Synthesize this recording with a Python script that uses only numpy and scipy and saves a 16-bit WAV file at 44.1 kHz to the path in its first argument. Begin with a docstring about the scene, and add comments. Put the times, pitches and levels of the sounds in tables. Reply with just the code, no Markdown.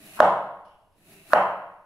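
"""Chopping a pumpkin

A heavy cleaver takes two slices off a pumpkin on a thick wooden board in a tiled kitchen.
Each time the blade hisses through the flesh (coloured noise), tears the rind (short noise bursts)
and slams into the board (decaying tones and a crack). The bare room rings on, made by convolution.
Between the cuts the blade ticks faintly as it is set on the pumpkin again; a quiet noise floor stays."""
import sys
import numpy as np
from scipy import signal
from scipy.fft import rfft, irfft
from scipy.io import wavfile
from scipy.ndimage import uniform_filter1d

SR = 44100
rng = np.random.default_rng(int(sys.argv[2]) if len(sys.argv) > 2 else 0)


def int16_out(signal):
    """Quantize to a 16-bit WAV file."""
    q = np.round(np.clip(np.atleast_2d(signal).T, -1, 1) * 32767)
    wavfile.write(sys.argv[1], SR, q.astype(np.int16))


N = 81585
T = np.arange(N) / SR  # time in seconds
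FREQS = np.fft.rfftfreq(2 * N, 1 / SR)  # frequencies in Hz

# The blade meets the board. Each row: start in seconds, relative level of the ringing in dB,
# contact time in ms, relative level of the crack in dB.
CHOPS = [(0.2028, 4.5, 0.45, -8), (1.3334, 1.5, 0.14, -11)]
# How wide the room and the hiss sound. Each row: frequency in Hz, side against mid in dB.
SIDE_COLOUR = [(100, -20), (300, -25), (650, -24), (1000, -14), (1450, -4), (2300, 3), (4000, 0),
               (12000, -1)]
# Sound that the broad blade throws to the side. Each row: frequency in Hz, gain in dB.
BOUNCE_COLOUR = [(100, -9), (400, -12), (620, -20), (1000, -11), (1500, -5), (2400, 0), (8000, -2)]


def undb(db):
    """Decibels to gain."""
    return 10 ** (np.asarray(db) / 20)


def along(points, hz):
    """Read (Hz, value) points on a log-frequency axis."""
    p = np.array(points, float)
    return np.interp(np.log(np.maximum(hz, 1)), np.log(p[:, 0]), p[:, 1])


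def colour(x, points):
    """Filter with the given (Hz, dB) response that never sounds ahead of its input."""
    cepstrum = irfft(along(points, FREQS) * np.log(10) / 20)
    # folding the cepstrum onto positive times gives the minimum-phase filter
    cepstrum[1:N] *= 2
    cepstrum[N + 1:] = 0
    response = np.exp(rfft(cepstrum))
    return irfft(rfft(x, 2 * N) * response)[..., :N]


def unit(x):
    """Scale to rms 1."""
    return x / np.sqrt(np.mean(x ** 2))


def stereo(mid, side):
    """Left and right from mid and side."""
    return np.array([mid + side, mid - side])


def noise(points, side_db):
    """Coloured stereo noise of rms 1."""
    mid, side = colour(rng.standard_normal((2, N)), points)
    return unit(stereo(mid, undb(side_db) * side))


def ring(hz, db, t60, t):
    """One decaying mode, struck at t = 0; it falls by 60 dB in t60 seconds."""
    t = np.maximum(t, 0)
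    return undb(db) * np.sin(2 * np.pi * hz * t) * np.exp(-np.log(1000) * t / t60)


def bursts(events, rise_s, decay_s):
    """Loudness curve of a row of short swells, one for each (s, dB)."""
    level = 0
    for start, db in events:
        t = np.maximum(T - start, 0)
        level = level + undb(db) * (1 - np.exp(-t / rise_s)) * np.exp(-t / decay_s)
    return level


def walk(rate):
    """Random levels, rate of them a second, joined by straight lines; the points spread by 1."""
    return np.interp(T * rate, np.arange(1024), rng.standard_normal(1024))


def quiet_floor():
    """Steady coloured noise that lies under everything."""
    # Each row: frequency in Hz, relative level in dB.
    floor_colour = [(25, -3.5), (55, -6), (100, -8), (200, -17), (400, -16.5), (640, -11.5), (1200, -26),
                    (3000, -34), (7000, -40), (9500, -38.5), (10800, -31), (12500, -39.5), (15500, -53)]
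    return undb(-66.5) * noise(floor_colour, side_db=-7)


def diffuse_tail():
    """Dense noise echo in octave bands, each dying away at its own speed."""
    # Each row: frequency in Hz, time to decay by 60 dB in seconds.
    decay_times = [(100, 0.91), (260, 0.7142), (700, 0.8059), (1300, 0.6869), (2500, 0.9), (5000, 0.42),
                   (11000, 0.72)]
    even_s = 0.04  # averaging time for levelling the noise
    centres = 50 * 2 ** np.arange(9.)
    spectra = rfft(rng.standard_normal((2, N)), 2 * N)
    tail = 0
    for hz, pick in zip(centres, np.eye(len(centres))):
        band = irfft(spectra * along(np.c_[centres, pick], FREQS))[:, :N]
        power = uniform_filter1d(band ** 2, int(even_s * SR), axis=1)
        band = band * np.sqrt(power.mean() / power)  # a diffuse field dies away evenly
        tail = tail + band * np.exp(-np.log(1000) * T / along(decay_times, hz))
    return tail


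def kitchen(x):
    """Early echoes, standing waves and a dense tail that is wide in the treble."""
    # Colour of the tail. Each row: frequency in Hz, relative level in dB.
    tail_colour = [(40, -13.5), (85, -2), (125, 7), (180, 5.5), (260, -6.5), (420, 6), (600, -7.5),
                   (790, 8.5), (1050, 0.5), (1300, -2.5), (1700, -9.5), (2200, 4.5), (3100, 2.5),
                   (4300, -7), (6000, -2), (11000, -6.5)]
    # Standing waves. Each row: frequency in Hz, relative level in dB, 60 dB decay time in seconds.
    standing_waves = [(108, -66, .9), (155, -60, .8), (193, -58, .9), (368, -61, .7), (578, -56, .65),
                      (659, -60, .65), (731, -58, .7), (784, -54, .65), (846, -56, .65), (942, -54, .72),
                      (1024, -59, .7), (1052, -60, .75), (1112, -59, .7), (1617, -59, .7)]
    # Echoes off worktop, wall and ceiling. Each row: delay in seconds, relative level in dB.
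    reflections = [(.0145, -14), (.028, -14), (.039, -8)]
    gap_s, build_s = 0.006265, 0.009  # silence before the tail, then its build-up time
    early_db, early_s = 2, 0.16  # the first reflections are stronger than the late tail

    tail = diffuse_tail()
    build = 1 - np.exp(-np.maximum(T - gap_s, 0) / build_s)
    early = undb(early_db * np.exp(-(T / early_s) ** 2))
    mid, side = colour(unit(tail * build) * early / np.sqrt(N), tail_colour)
    response = stereo(mid, colour(side, SIDE_COLOUR))
    for hz, db, t60 in standing_waves:
        response += build * ring(hz, db, t60, T - gap_s)
    echoes = np.zeros(N)
    for delay, db in reflections:
        echoes[int(delay * SR)] += undb(db)
    # the echoes are dull: (Hz, dB)
    response += colour(echoes, [(200, -0.5), (800, 0), (1500, -12), (4000, -22.5)])
    return signal.fftconvolve(x, response, axes=1)[:, :N]


def ticks():
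    """Faint, short scuffs of steel on pumpkin: swells of coloured noise."""
    # Light touches of the blade. Each row: start in seconds, relative level in dB.
    touches = [(.648, -64), (.68, -73.5), (.812, -79.5), (.92, -75.5)]
    # Each row: frequency in Hz, relative level in dB.
    tick_colour = [(500, -20), (2200, -8), (2850, 5.5), (3200, 2), (3800, -5), (4800, 0), (5600, -4),
                   (7500, -25), (9500, -7), (11000, -6), (14000, -44)]
    return bursts(touches, rise_s=0.0039, decay_s=0.027) * noise(tick_colour, side_db=-2)


def flesh_hiss():
    """Cells burst at random along the blade, which catches and slips in the flesh."""
    # Each row: frequency in Hz, relative level in dB.
    hiss_colour = [(300, -1.5), (500, -5), (640, 16.5), (800, -3), (1400, 3), (1900, 6), (2200, 0),
                   (2600, 7), (3200, -4.5), (3900, 3.5), (5000, -4.5), (9000, -1), (10900, 5.5),
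                   (13000, -3.5), (15500, -5.5)]
    cells_per_s, cell_spread_db = 7000, -0.5
    scrape_db, scrape_per_s = 1, 63  # size and speed of the catching and slipping
    cells = (rng.random((2, N)) < cells_per_s / SR) * rng.standard_normal((2, N))
    cells = cells * undb(cell_spread_db * rng.exponential(size=(2, N)))
    mid, side = colour(cells, hiss_colour)
    # the low rubbing and tearing noises are drawn elsewhere; this is the fine hiss alone
    hiss = unit(stereo(mid, colour(side, SIDE_COLOUR)))
    return hiss * undb(scrape_db * walk(scrape_per_s))


def rind_tears():
    """The rind tears in short noise bursts just before the blade lands."""
    # Each row: start in seconds, relative level in dB.
    tears = [(.172, -35.5), (.189, -25.5), (1.303, -39), (1.320, -27)]
    # Each row: frequency in Hz, relative level in dB.
    rind_colour = [(200, -22), (500, -17), (700, 1), (950, -0.5), (1500, 1.5), (2100, -22.5), (4000, -28),
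                   (12000, -39)]
    return noise(rind_colour, side_db=-2.5) * bursts(tears, rise_s=0.003, decay_s=0.012)


def cutting():
    """Cells burst in a fine hiss along the blade, the flesh rubs low, and the rind tears last."""
    # The cut before each chop, one list per chop. Each row: time in seconds,
    # relative level of the hiss in dB, relative level of the low rubbing in dB.
    cuts = [
        [(0, -59, -51.5), (.06, -56.5, -52), (.13, -56.5, -67), (.17, -50.5, -51.5), (.195, -59.5, -50)],
        [(.97, -76, -66), (1.04, -68.5, -62.5), (1.125, -59, -51.5), (1.19, -65, -72.5), (1.26, -63, -67),
         (1.3, -56, -52), (1.325, -52, -59)],
    ]
    # Each row: frequency in Hz, relative level in dB.
    rub_colour = [(50, -17), (95, -5), (125, -13), (182, 0.5), (240, -6), (315, -2), (390, -5.5),
                  (480, -23.5), (900, -39.5)]
    hiss_trim_db, rub_trim_db, release_s = 5.5, -4, 0.018
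    hiss = flesh_hiss()
    rub = noise(rub_colour, side_db=-22)
    out = rind_tears()
    for cut, chop in zip(cuts, CHOPS):
        times, hiss_db, rub_db = np.array(cut).T
        # full level from the first row to the chop, fading away on both sides
        outside = np.maximum(T - chop[0], 0) + np.maximum(times[0] - T, 0)
        gate = np.exp(-outside / release_s)
        hiss_level = undb(hiss_trim_db + np.interp(T, times, hiss_db))
        rub_level = undb(rub_trim_db + np.interp(T, times, rub_db))
        out += gate * (hiss * hiss_level + rub * rub_level)
    return out


def crack(t):
    """A burst of splintering wood fibres, even across the spectrum before it is coloured."""
    # Each row: frequency in Hz, relative level in dB.
    crack_colour = [(60, -3.5), (400, -6), (2000, -0.5), (3000, 6.5), (4200, 5), (5500, -4), (8500, -5),
                    (12000, -12.5), (15500, -21.5)]
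    decay_s = 0.0016  # of the noise before its spectrum is evened out
    spectrum = rfft(rng.standard_normal((2, N)) * (t > 0) * np.exp(-t / decay_s))
    even = irfft(spectrum / (np.abs(spectrum) + 1e-12), N)
    mid, side = colour(even, crack_colour)
    return stereo(mid, colour(side, BOUNCE_COLOUR))


def chops():
    """A short push rings board and blade; the edge cracks as it bites the wood."""
    # The blade speaks at once, the heavy board swells. Each row: frequency in Hz,
    # relative level in dB, 60 dB decay time in seconds, rise time in seconds.
    board_modes = [(216, -20, 0.023, 0.0031), (619.7, -9.5, 0.071, 0.0016), (669, -1.5, 0.026, 0.0022),
                   (1072, -6, .016, 0.00038), (1236, -3.5, .012, 0.00045), (1436, -0.5, 0.0094, 0.00029),
                   (1656, -10.5, .016, 0.0015), (2980, -21, .012, 0.0015)]
    # The board gives off little bass. Each row: frequency in Hz, gain in dB.
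    radiation = [(40, -8.5), (150, -11), (260, 8.5), (400, -10.5), (520, 0), (1750, 0), (2200, -8.5),
                 (4000, 0)]
    bounce_s = 0.00048  # a bounce off the broad blade arrives this late, from the side
    out = np.zeros((2, N))
    for start, db, contact_ms, crack_db in CHOPS:
        t = np.maximum(T - start, 0)
        body = 0
        for hz, mode_db, t60, rise in board_modes:
            body = body + ring(hz, mode_db, t60, t) * (1 - np.exp(-t / rise))
        # the push is half a sine wave; a longer contact softens the treble
        push = np.sin(np.pi * np.minimum(T[:128] * 1000 / contact_ms, 1))
        body = undb(db) * signal.lfilter(push / push.sum(), 1, colour(body, radiation))
        bounce = colour(np.interp(T - bounce_s, T, body), BOUNCE_COLOUR)
        out += stereo(body, bounce) + undb(crack_db) * crack(t)
    return out


def scene():
    """Knife work in the room, over a quiet floor."""
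    blows = chops() + ticks()
    cut = cutting()
    to_room = blows + undb(-2.5) * cut  # the cut excites the room a little less
    echo = kitchen(np.mean(to_room, axis=0, keepdims=True))
    return blows + cut + echo + quiet_floor()


def record(dry):
    """Clip whatever exceeds full scale, then cut the top of the treble steeply."""
    top_hz = 15600
    low_pass = signal.ellip(10, .1, 80, top_hz, fs=SR, output="sos")
    return signal.sosfilt(low_pass, np.clip(dry, -1, 1))


dry = scene()
out = record(dry)
int16_out(out)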